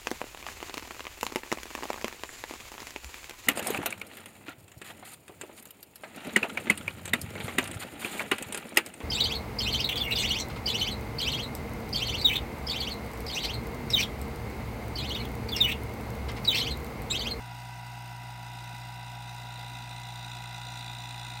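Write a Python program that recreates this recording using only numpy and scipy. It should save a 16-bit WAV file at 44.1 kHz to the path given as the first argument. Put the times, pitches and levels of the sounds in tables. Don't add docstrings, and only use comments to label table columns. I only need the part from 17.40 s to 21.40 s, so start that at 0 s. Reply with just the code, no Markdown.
import sys
import numpy as np
from scipy import signal
from scipy.fft import rfft, irfft
from scipy.io import wavfile

SR = 44100
rng = np.random.default_rng(int(sys.argv[2]) if len(sys.argv) > 2 else 0)


def digitize_waveform(pressure):
    field = np.atleast_2d(pressure).T
    bounded = np.clip(field, -1, 1)
    quanta = np.round(bounded * 32767).astype(np.int16)
    wavfile.write(sys.argv[1], SR, quanta)


N = 176400
T = np.arange(N) / SR
BUBBLES_PER_S, BUBBLE_CYCLES = 47, 13.7


def from_db(db):
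    return 10 ** (np.asarray(db) / 20)


def rms_one(x):
    return x / np.sqrt(np.mean(x ** 2) + 1e-20)


def in_time(rows):
    return np.interp(T, *np.transpose(rows))


def coloured(x, points):
    hz, db = np.transpose(points)
    bins = np.maximum(np.fft.rfftfreq(N, 1 / SR), 1)
    gain = from_db(np.interp(np.log(bins), np.log(hz), db))
    return rms_one(irfft(rfft(x) * gain, N))


def drift(rate_hz):
    bins = np.fft.rfftfreq(N // 100, 100 / SR)
    slow = irfft(rfft(rng.standard_normal(N // 100)) / (1 + (bins / rate_hz) ** 2))
    return np.interp(T, np.linspace(0, T[-1], len(slow)), rms_one(slow))


def ring(clicks, hz, t60):
    decay = np.exp(-np.log(1000) / (t60 * SR))
    angle = 2 * np.pi * hz / SR
    return signal.lfilter([0, np.sin(angle)], [1, -2 * decay * np.cos(angle), decay ** 2], clicks + 1e-18)


def swell(turns, at_turn, depth_db):
    return from_db(depth_db * np.cos(2 * np.pi * (turns - at_turn)))


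def tone(cycles):
    return np.sqrt(2) * np.exp(2j * np.pi * (cycles + rng.random()))


def motor(turns):
    # multiple of hum_hz, level/dB
    hum_tones = [(1, -44), (2, -75.5), (3, -71.5), (5, -72.5), (6, -63), (7, -62.5), (8, -67)]
    # multiple of the shaft speed, multiple of hum_hz added, level/dB, chug depth 0-1
    whine_tones = [(1, 0, -56.5, 0), (1, 1, -59, 0.28), (11.5, 0, -70.5, 0.34), (11.5, 1, -57, 0.33),
                   (12.5, 0, -60, 0.38), (12.5, 1, -60.5, 0.97), (13, 0, -66, 1), (13.5, 1, -67, 0.87),
                   (14, 0, -59.5, 0.23), (14.5, 1, -58, 0.12), (15, 0, -66.5, 0), (15, 1, -50.5, 0.05),
                   (23.5, 0, -69, 0), (24, 0, -66.5, 0), (25, 0, -66.5, 0.3), (26, 0, -64.5, 0),
                   (27, 0, -60.5, 0.1), (35.43, 0, -64, 0.1), (43.6, 0, -67, 0), (47.3, 0, -63, 0.1)]
    hum_hz, waver_db = 119.99, 0.43
    sound = sum(from_db(db) * tone(multiple * hum_hz * T) for multiple, db in hum_tones)
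    beats = hum_hz * T - 2 * turns
    for shaft_multiple, hum_multiple, db, depth in whine_tones:
        cycles = round(2 * shaft_multiple) / 2 * turns + hum_multiple * hum_hz * T
        hz = cycles[-1] / T[-1]
        peak_at_beat = 0.65 + 0.0017 * (hz - 730)
        chug = 1 + depth * np.exp(-2j * np.pi * (beats - peak_at_beat))
        waver = waver_db * drift(rate_hz=12) * (shaft_multiple > 2)
        sound = sound + from_db(db + waver) * chug * tone(cycles)
    return sound.real


def vanes(turns):
    # f/Hz, level/dB
    casing = [(480, -26), (620, -10), (720, -5), (850, 6.5), (920, -9), (990, -3.5), (1100, -7),
              (1270, -4.5), (1400, -1), (1530, 1.5), (1680, -8.5), (1830, -7.5), (2020, 4.5), (2200, -7),
              (2320, -11), (2530, 0), (2830, 0), (3020, -9), (3220, -13), (3480, -5.5), (3950, -5),
              (4400, -20.5), (5250, -23), (6250, -24), (9000, -39)]
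    repeat_share, rise_db_per_s = 0.41, 0.47
    phases = np.exp(2j * np.pi * rng.random(size=780))
    pattern = rms_one(irfft(phases, 8192))
    repeating = np.interp(turns / 2 % 1, np.linspace(0, 1, len(pattern)), pattern)
    scrape = np.sqrt(repeat_share) * repeating + np.sqrt(1 - repeat_share) * rng.standard_normal(N)
    scrape *= swell(turns, at_turn=0.86, depth_db=-0.5)
    return from_db(-49.5 + rise_db_per_s * (T - 2.5)) * coloured(scrape, casing)


def valve(turns):
    # t/s, level/dB
    strength = [(0, -16), (.7, -21.5), (1.1, -9.5), (1.6, -7.5), (2.1, -4), (2.75, -0.5), (3.3, 2),
                (4, 1.5)]
    # f/Hz, level/dB, time to fade by 60 dB/s
    modes = [(1418, -53.5, 0.04), (2076, -59.5, 0.021), (2447, -51, 0.048), (2620, -52, 0.023),
             (2880, -58, 0.027), (3456, -50.5, 0.048), (3684, -49.5, 0.086), (3805, -42.5, 0.017),
             (3969, -38.5, 0.023), (4200, -47, 0.0071), (5870, -55.5, 0.029), (6610, -54.5, 0.01),
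             (7110, -48, 0.0074), (8766, -46.5, 0.0091), (8590, -50.5, 0.0072)]
    at_turn, lag_turns_per_s, jitter_s, spread_db = 0.19, 0.04, 0.00002, 1.55
    chatter_db, chatter_s = -21, 0.0018
    tick_count = np.floor(turns - at_turn - lag_turns_per_s * T)
    starts = np.flatnonzero(np.diff(tick_count) > 0)
    jitter = np.round(jitter_s * SR * rng.standard_normal(N)[:len(starts)]).astype(int)
    starts = np.clip(starts + jitter, 0, N - 1)
    uneven_db = spread_db * rng.standard_normal(N)[:len(starts)]
    clicks = np.zeros(N)
    clicks[starts] = from_db(in_time(strength)[starts] + uneven_db)
    fade = signal.lfilter([1], [1, -np.exp(-1 / (chatter_s * SR))], clicks + 1e-18)
    force = clicks + from_db(chatter_db) * fade * rng.standard_normal(N)
    return sum((-1) ** k * from_db(db) * ring(force, hz, t60) for k, (hz, db, t60) in enumerate(modes))


def room(x):
    echo_db, t60 = -3.5, 0.11
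    t = T[:SR // 2]
    tail = rng.standard_normal(len(t)) * np.exp(-np.log(1000) * t / t60)
    return from_db(echo_db) * signal.fftconvolve(x, tail / np.linalg.norm(tail))[:N]


def exhaust(turns):
    # f/Hz, level/dB
    air = [(2000, -2.5), (4500, -4), (5400, 4.5), (6300, 2.5), (7000, 4.5), (7700, -9.5), (8200, 4.5),
           (8700, 2.5), (9500, 0.5), (10400, -9.5), (11000, -5.5), (12100, 1.5), (12650, -5), (13200, -3.5),
           (14700, -.5), (15300, -5), (15700, -2.5)]
    # f/Hz, width/Hz, level/dB
    pipe = [(4706, 13, -66.5), (5060, 62, -64), (5540, 87, -69), (6075, 17, -70.5), (7940, 36, -73),
            (11080, 90, -75.5), (12150, 130, -88)]
    flutter_db, fall_db_per_s = 1.2, 0.04
    flutter = from_db(flutter_db * drift(rate_hz=31))
    puffs = swell(turns, at_turn=0.44, depth_db=3) * flutter * rng.standard_normal(N)
    hiss = from_db(-56.5 - fall_db_per_s * (T - 1)) * coloured(puffs, air)
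    singing = sum(from_db(db) * rms_one(ring(puffs, hz, t60=np.log(1000) / (np.pi * width)))
                  for hz, width, db in pipe)
    return hiss + singing


def bubble_kicks():
    return (rng.random(N) < BUBBLES_PER_S / SR) * rng.standard_normal(N)


def pour():
    # t/s, level/dB
    loudness = [(0, -9), (1.2, -1), (2.4, 4), (3.1, -3.5), (4, 1)]
    kicks = bubble_kicks()
    pitches_hz = np.geomspace(227, 2030, 20)
    choice = rng.integers(0, len(pitches_hz), N)
    bubbles = sum(ring(kicks * (choice == k), hz, BUBBLE_CYCLES / hz) for k, hz in enumerate(pitches_hz))
    return from_db(-66.5 + in_time(loudness)) * rms_one(bubbles)


def rumble():
    # f/Hz, level/dB
    colour = [(20, -36), (45, -2), (85, -1.5), (150, 2.5), (200, -6.5), (270, 3), (350, -8.5), (440, -22.5),
              (600, -5), (1200, -33)]
    return from_db(-60.5) * coloured(rng.standard_normal(N), colour)


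def gurgles():
    # t/s, level/dB
    peaks = [(2.33, -59), (2.46, -60), (3.5, -58), (3.88, -58)]
    half_width_s = 0.05
    swells = sum(from_db(db) * np.exp(-((T - peak_s) / half_width_s) ** 2) for peak_s, db in peaks)
    pitches_hz = np.geomspace(185, 320, 10)
    bubbles = sum(ring(bubble_kicks(), hz, BUBBLE_CYCLES / hz) for hz in pitches_hz)
    return swells * rms_one(bubbles)


def scene():
    # t/s, turns per second
    speed = [(0.0, 56.723), (0.7, 56.667), (1.5, 56.66), (2.3, 56.738), (3.2, 56.825), (4.0, 56.892)]
    turns = np.cumsum(in_time(speed)) / SR
    ticks = valve(turns)
    background = rumble()
    pump = motor(turns) + vanes(turns) + ticks + room(ticks) + exhaust(turns)
    return (pump + pour() + gurgles() + background)[None]


def record(dry):
    cutoff_hz = 15680
    return signal.sosfilt(signal.ellip(12, .1, 80, cutoff_hz, fs=SR, output="sos"), dry)


dry = scene()
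out = record(dry)
digitize_waveform(out)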